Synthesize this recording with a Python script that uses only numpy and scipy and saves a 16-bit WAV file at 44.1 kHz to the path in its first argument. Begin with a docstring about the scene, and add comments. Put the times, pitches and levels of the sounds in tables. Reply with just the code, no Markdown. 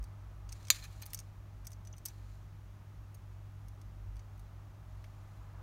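"""The plastic frame of an opened phone lets go with one sharp snap as its catch slips and lands.
The phone is worked by hand on a desk, close by: small parts tick against the frame, a thin metal
shield rings, the frame settles with soft knocks and fingers rub over it. Behind it are a mains hum,
the low drone of a machine, a faint electronic whine and soft room noise that swells towards the end."""
import sys
import numpy as np
from scipy import signal
from scipy.fft import rfft, irfft, next_fast_len
from scipy.io import wavfile
from scipy.ndimage import map_coordinates

SR = 44100
rng = np.random.default_rng(int(sys.argv[2]) if len(sys.argv) > 2 else 0)


def log_audio(samples):
    """Write samples as a 16-bit WAV file to the path given in sys.argv[1]."""
    # one column per channel
    frames = np.atleast_2d(samples).T
    # limit to full scale, then quantise
    limited = np.clip(frames, -1, 1)
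    pcm = np.round(limited * 32767).astype(np.int16)
    wavfile.write(sys.argv[1], SR, pcm)


N = 247842
TIME = np.arange(N) / SR
RING_TIME = np.arange(SR // 4) / SR  # the quarter second in which one contact dies away


def amp(db):
    """Turn decibels into a number to multiply by."""
    return 10 ** (np.asarray(db) / 20)


def unit(x):
    """Scale a sound to an average (rms) level of 1."""
    return x / np.sqrt(np.mean(x ** 2) + 1e-20)


def fade(t, fade_s):
    """Die away by 60 dB in fade_s seconds; every fade time here means this."""
    return np.exp(-np.log(1000) * t / np.maximum(fade_s, 1e-3))


def along(points, hz):
    """Read between (frequency, value) points, giving each octave equal room."""
    freqs, values = np.transpose(points)
    return np.interp(np.log(hz + 1), np.log(freqs), values)


def resonances(peaks, hz, scatter_db=0):
    """The boost in dB near the pitches an object favours; scatter varies their strengths."""
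    return sum((boost + scatter_db * rng.standard_normal()) / (1 + (2 * (hz - centre) / width) ** 2)
               for centre, width, boost in peaks)


def wobble(rate):
    """A smooth curve through `rate` random values a second."""
    return map_coordinates(rng.standard_normal(int(N * rate / SR) + 4), [TIME * rate])


def filtered(x, gain):
    """Multiply each frequency of a sound by gain(frequency)."""
    size = next_fast_len(len(x) + SR // 4)
    return irfft(rfft(x, size) * gain(np.fft.rfftfreq(size, 1 / SR)), size)[:len(x)]


def coloured(x, colour_db):
    """Shape the tone with no sound ahead of the hit (minimum phase), so clicks stay sharp."""
    size = 2 * next_fast_len(len(x))
    gain = amp(colour_db(np.fft.rfftfreq(size, 1 / SR)))
    cepstrum = irfft(np.log(gain + 1e-5))
    cepstrum[1:size // 2] *= 2
    cepstrum[size // 2 + 1:] = 0
    return irfft(rfft(x, size) * np.exp(rfft(cepstrum)))[:len(x)]


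def noise(colour):
    """Steady noise with the given tone colour and an average level of 1."""
    return unit(filtered(rng.standard_normal(N), lambda hz: amp(along(colour, hz))))


def add(track, start_s, sound):
    """Mix a sound into the track at the given time."""
    part = track[round(start_s * SR):][:len(sound)]
    part += sound[:len(part)]


def jolt(slip_s, rattle_db, first_db):
    """The force of a contact: one clean first blow, a burst of slips and a weak, longer rattle."""
    slips = fade(RING_TIME, slip_s)
    rattle = amp(rattle_db) * fade(RING_TIME, .045)
    force = rng.standard_normal(len(RING_TIME)) * (slips + rattle)
    force /= np.linalg.norm(force)
    force[0] += amp(first_db)
    return force


def click(x):
    """Scale a click so that its energy, spread over 7 ms, has a level of 0 dB."""
    return x * np.sqrt(0.007 * SR) / np.linalg.norm(x)


def rings(knocks, notes):
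    """Light knocks ring an object's own notes, each time at new strengths."""
    out = np.zeros(N)
    onset = 1 - fade(RING_TIME, 0.0026)
    for start_s, db in knocks:
        ring = sum(amp(note_db + rng.normal(0, 2.2)) * fade(RING_TIME, fade_s)
                   * np.sin(2 * np.pi * hz * RING_TIME) for hz, note_db, fade_s in notes)
        add(out, start_s, amp(db) * ring * onset)
    return out


# tone colour of the even hiss (frequency [Hz], relative level [dB])
HISS_COLOUR = [(100, -32.5), (170, -3), (295, -6), (325, -6.5), (371, -6.5), (448, -13.5), (522, -12),
               (1230, -13.5), (1350, -15), (2580, -21.5), (4830, -28.5), (5950, -27), (10500, -50),
               (14500, -45.5), (16000, -41)]
# tone colour of the distant wash (frequency [Hz], relative level [dB])
WASH_COLOUR = [(300, -18.5), (480, -7), (620, -2.5), (850, 0), (1220, -1), (1500, -6), (2200, -16),
               (4000, -25), (8000, -45.5)]
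# shape of the wash's swell, before it is widened (time [s], relative level [dB])
WASH_SWELL = [(0.0, -67), (0.91, -67), (1.3, -69), (3.11, -69.5), (5.34, -66.5), (5.62, -63.5)]
# pitches the room boosts or weakens (frequency [Hz], width [Hz], boost [dB])
ROOM_PEAKS = [(619.6, 60, 4), (810, 22, 4), (1260, 29, 3), (2010, 34, 3), (6800, 570, 5), (10384, 800, -5),
              (12895, 900, 1)]
def room_noise(quietest_wash_db=-73, widen=1.6):
    """An even hiss and a distant wash that slowly swells; the room colours both."""
    swell = np.interp(TIME, *np.transpose(WASH_SWELL))
    wash = amp(quietest_wash_db + widen * (swell - swell.min())) * noise(WASH_COLOUR)
    hiss = amp(-66.5) * noise(HISS_COLOUR)
    return filtered(hiss + wash, lambda hz: amp(resonances(ROOM_PEAKS, hz)))


# mains and machine tones (frequency [Hz], average level [dB], unsteadiness [higher wavers more])
HUM_TONES = [(49.3, -60.5, 2.5), (51, -56.5, 4.5), (99.35, -52.5, 2), (145.6, -66.5, 3), (159.6, -72.5, 2),
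             (197, -75, 2), (300, -79, 0.5)]
# tone colour of the machine's drone (frequency [Hz], relative level [dB])
DRONE_COLOUR = [(15, -45.5), (24, -20), (33, -5.5), (45, -3.5), (54, 4.5), (60, 0.5), (68, -9), (85, -8),
                (100, -4), (115, -6), (128, -19), (148, -14.5), (175, -24), (260, -50.5)]
def hum():
    """Mains and machine tones waver in loudness and pitch over a low drone."""
    tones = np.zeros(N)
    for hz, db, unsteadiness in HUM_TONES:
        loudness = amp(db + unsteadiness * wobble(7.0) / 2)
        phase = 2 * np.pi * (hz * TIME + rng.random())
        drift = 0.16 * unsteadiness * wobble(3.5)
        tones += loudness * np.sqrt(2) * np.sin(phase + drift)
    return tones + amp(-53.5) * noise(DRONE_COLOUR)


# thin electronic tones (frequency [Hz], average level [dB])
WHINE_TONES = [(11526, -95), (14406, -95)]
def whine():
    """The electronics sing very faintly on high, steady notes."""
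    return sum(amp(db) * np.sqrt(2) * np.sin(2 * np.pi * hz * TIME) for hz, db in WHINE_TONES)


# how long the room's echo lasts (frequency [Hz], fade time [s])
ECHO_FADES = [(300, .25), (2000, .3), (7000, 0.3), (15000, .16)]
def room_echo(x):
    """The small room answers 5 ms later; the highest treble dies first."""
    hz, t, spectrum = signal.stft(rng.standard_normal(SR // 2), SR, nperseg=256)
    spectrum *= fade(t, along(ECHO_FADES, hz)[:, None])
    tail = signal.istft(spectrum, SR, nperseg=256)[1]
    tail = np.pad(tail / np.linalg.norm(tail), (SR // 200, 0))
    return signal.fftconvolve(x, tail)[:N]


# the hand shifts on the desk (time [s], level [dB], frequency [Hz])
DESK_PUSHES = [(0.017, -37, 48.7), (1.452, -44, 51.1), (4.083, -42.5, 91.9), (4.09, -45, 40),
               (4.172, -39.5, 55)]
def desk_bumps():
    """Each soft push shakes the desk for a few slow swings."""
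    return sum(amp(db) * np.exp(-((TIME - s) / 0.033) ** 2) * np.sin(2 * np.pi * hz * (TIME - s))
               for s, db, hz in DESK_PUSHES)


def stroke(start_s, length_s):
    """A finger takes hold, drags evenly and lets go; a long stroke does so more gently."""
    t = TIME - start_s
    grip = np.clip(t / (.12 * length_s), 0, 1)
    release = fade(np.maximum(t - length_s, 0), 1.7 * length_s)
    return grip * release


# fingers grip, skid, scuff, turn the phone and draw it aside (start [s], length [s], level [dB])
FINGER_STROKES = [(0.49, 0.2, -68.5), (0.708, 0.06, -52), (0.78, 0.06, -60), (0.837, 0.018, -59.5),
                  (0.84, 0.32, -67.5), (2.062, 0.043, -65.5), (2.097, 0.25, -74.5), (4.85, 0.54, -78.5)]
# tone colour of skin on plastic (frequency [Hz], relative level [dB])
RUB_COLOUR = [(700, -30), (1300, -10), (2000, -4.5), (2600, -4.5), (3150, -7), (4100, -2.5), (5500, -9),
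              (6500, -5), (8200, -9.5), (9600, -10), (10500, -14.5), (13000, -12), (16000, -18)]
def finger_rub():
    """Fingers drag in a fine, uneven grain that mildly sounds the same frame pitches as the snap."""
    grain = rng.standard_normal(N)
    grain *= amp(3 * rng.standard_normal(N) + 1.7 * wobble(110))
    friction = filtered(grain, lambda hz: amp(along(RUB_COLOUR, hz) + .63 * resonances(FRAME_PEAKS, hz)))
    return unit(friction) * sum(amp(db) * stroke(start, length) for start, length, db in FINGER_STROKES)


# soft knocks after the snap (time [s], level [dB])
SETTLING_KNOCKS = [(0.759, -53), (0.765, -53), (0.825, -51), (0.844, -52), (0.854, -49.5), (1.021, -51),
                   (1.031, -50)]
# the case's own notes (frequency [Hz], relative level [dB], fade time [s])
CASE_NOTES = [(1770, -8, 0.066), (2455, -3, 0.055), (4150, -1, 0.041), (6400, -2, 0.038)]
def frame_settling():
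    """The frame settles in soft knocks that ring the case."""
    return rings(SETTLING_KNOCKS, CASE_NOTES)


# taps on the metal shield (time [s], level [dB])
SHIELD_TAPS = [(1.732, -58), (1.856, -60), (1.873, -57.5), (1.9276, -47), (1.973, -59), (1.983, -56),
               (2.06, -53), (2.0848, -51)]
# the shield's own notes (frequency [Hz], relative level [dB], fade time [s])
SHIELD_NOTES = [(5300, -13.5, .02), (6000, -0.5, 0.042), (6550, -5, 0.028)]
def shield_pings():
    """Light taps set a thin metal shield ringing, high and short."""
    return rings(SHIELD_TAPS, SHIELD_NOTES)


# parts drop into place (time [s], level [dB], extra body [dB], extra edge [dB], wait after touch [s])
PART_CONTACTS = [(0.0403, -58.5, 5, -2, 0.013), (0.4927, -55.5, 8.5, -9, 0.0026),
                 (0.5262, -47.5, 6, -5, 0.0042), (0.651, -59, 7, -13, 0.022), (0.6709, -58.5, 8, -16, 0),
                 (0.6838, -53, 7, -10, 0), (1.0234, -48, 12, 5.5, 0.0048), (1.0326, -56.5, 24, -6, 0.0016),
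                 (1.0628, -47.5, 9, 12, 0.0058), (1.105, -60, 3, -2, 0.0041), (1.1334, -43, 12, 9, 0),
                 (1.1461, -39.5, -2, 0.5, 0), (1.19, -47, 1, -8, .0154), (1.201, -55, -1, -2.5, 0),
                 (1.653, -60, 6.5, -2, 0.0052), (1.6699, -45.5, -1.5, -2, 0.00069),
                 (1.7181, -57, 6, 0.5, 0.013), (1.7313, -58.5, -3, -10, 0.002), (1.8725, -57, 7, -5, 0.022),
                 (1.937, -62, 31, -15.5, 0), (1.9816, -59, 6.5, -1.5, 0.015), (2.0576, -37, -2, 2.5, .0034),
                 (2.0613, -44.5, 1.5, -2, 0.00057), (2.0842, -52, 0, 0, 0.0087), (3.147, -59, 3, 6, 0.0025),
                 (3.684, -63.5, 11, 4.5, 0), (3.8154, -64, 8, -1, 0.00039),
                 (4.1674, -64.5, 11.5, -5.5, 0.01), (4.194, -65, 8, -12, 0), (4.3954, -64.5, 12, 3, .017),
                 (5.0421, -60, 25, 0, 0)]
# tone colour of a tick (frequency [Hz], relative level [dB])
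TICK_COLOUR = [(400, -28), (1000, -15.5), (2300, -13), (4200, -11.5), (5000, -4), (6500, -0.5), (7500, -8),
               (8700, -2.5), (10500, -7.5), (13000, -3.5), (15800, -8)]
# pitches the small parts favour (frequency [Hz], width [Hz], boost [dB])
PART_PEAKS = [(2210, 120, 7), (4590, 110, 11), (5320, 200, 7), (6006, 160, 12), (6590, 110, 8.5),
              (7960, 120, 6), (8460, 140, 7.5), (8900, 150, 6.5), (9450, 200, 8), (11400, 140, 3.5),
              (12330, 110, 8)]
def part_ticks(touch_db=-6.5):
    """Small parts touch the frame, then drop into place; firm contacts have more body, hard more edge."""
    out = np.zeros(N)
    for time_s, db, body_db, edge_db, wait_s in PART_CONTACTS:
        tilt = [(3300, body_db), (5700, 0), (8000, 0), (11000, edge_db)]  # (frequency [Hz], boost [dB])
        slip_s = .019 + .0005 * body_db  # a firm contact slips longer
        for start_s, level_db in (time_s - wait_s, db + touch_db), (time_s, db):
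            force = jolt(slip_s, rattle_db=-21, first_db=-7)
            # each contact point brings out different pitches
            tick = coloured(force, lambda hz: along(TICK_COLOUR, hz) + along(tilt, hz)
                            + resonances(PART_PEAKS, hz, scatter_db=2.5))
            add(out, start_s, amp(level_db) * click(tick))
    return out


# the snap's knock on the phone's body (time [s], level [dB])
BODY_KNOCK = [(0.7031, -22.5)]
# the body's own note (frequency [Hz], relative level [dB], fade time [s])
BODY_NOTE = [(620.2, -27, .045)]
def body_thud():
    """The snap jolts the phone's body, which rings briefly on one note."""
    return rings(BODY_KNOCK, BODY_NOTE)


# the catch slips twice, then lands (time [s], level [dB], fade time of the slip [s])
CATCH_HITS = [(0.7027, -23.5, .01), (0.7031, -19.5, .014), (0.7087, -32, .025)]
# tone colour of the plastic's crack (frequency [Hz], relative level [dB])
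CRACK_COLOUR = [(400, -34), (630, -20), (850, -27), (1250, -17), (1750, -16), (2450, -8.5), (3100, -13.5),
                (3950, 1), (5500, -13), (6600, -3), (8100, -11), (9300, -9), (10400, -16.5), (12400, -9),
                (15800, -18)]
# pitches the plastic frame favours (frequency [Hz], width [Hz], boost [dB])
FRAME_PEAKS = [(635, 51, 12.5), (1100, 190, 11.5), (1256, 96, 8.5), (1694, 260, 10.5), (2265, 94, 10.5),
               (2480, 150, 7), (2730, 50, 6), (3182, 60, 7.5), (3304, 60, 8), (3640, 62, 9), (3930, 110, 6),
               (4144, 90, 8), (4250, 120, 4.5), (4623, 87, 8), (4574, 60, 6), (4840, 51, 7.5),
               (5282, 90, 7), (5900, 80, 6.5), (5990, 71, 12), (6650, 97, 5.5), (6680, 80, 6.5),
               (7022, 92, 9.5), (7090, 83, 9.5), (7350, 90, 8.5), (7250, 56, 7), (9676, 230, 9),
               (11030, 110, 9), (12330, 130, 5.5), (13414, 200, 7)]
def frame_snap():
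    """The catch slips and lands, sending a sharp crack through the plastic frame."""
    out = np.zeros(N)
    for start_s, db, slip_s in CATCH_HITS:
        force = jolt(slip_s, rattle_db=-12.5, first_db=-1)
        crack = coloured(force, lambda hz: along(CRACK_COLOUR, hz) + resonances(FRAME_PEAKS, hz))
        add(out, start_s, amp(db) * click(crack))
    return out


def scene():
    """The phone's sounds and their faint echo, over desk bumps and the background, in one channel."""
    phone = frame_snap() + body_thud() + part_ticks() + shield_pings() + frame_settling() + finger_rub()
    background = room_noise() + hum() + whine()
    return (phone + amp(-26.0) * room_echo(phone) + desk_bumps() + background)[None]


def record(dry, top_hz=15900):
    """Cut away the very highest treble, steeply above top_hz."""
    return np.array([filtered(x, lambda hz: 1 / (1 + (hz / top_hz) ** 160)) for x in dry])


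dry = scene()
out = record(dry)
log_audio(out)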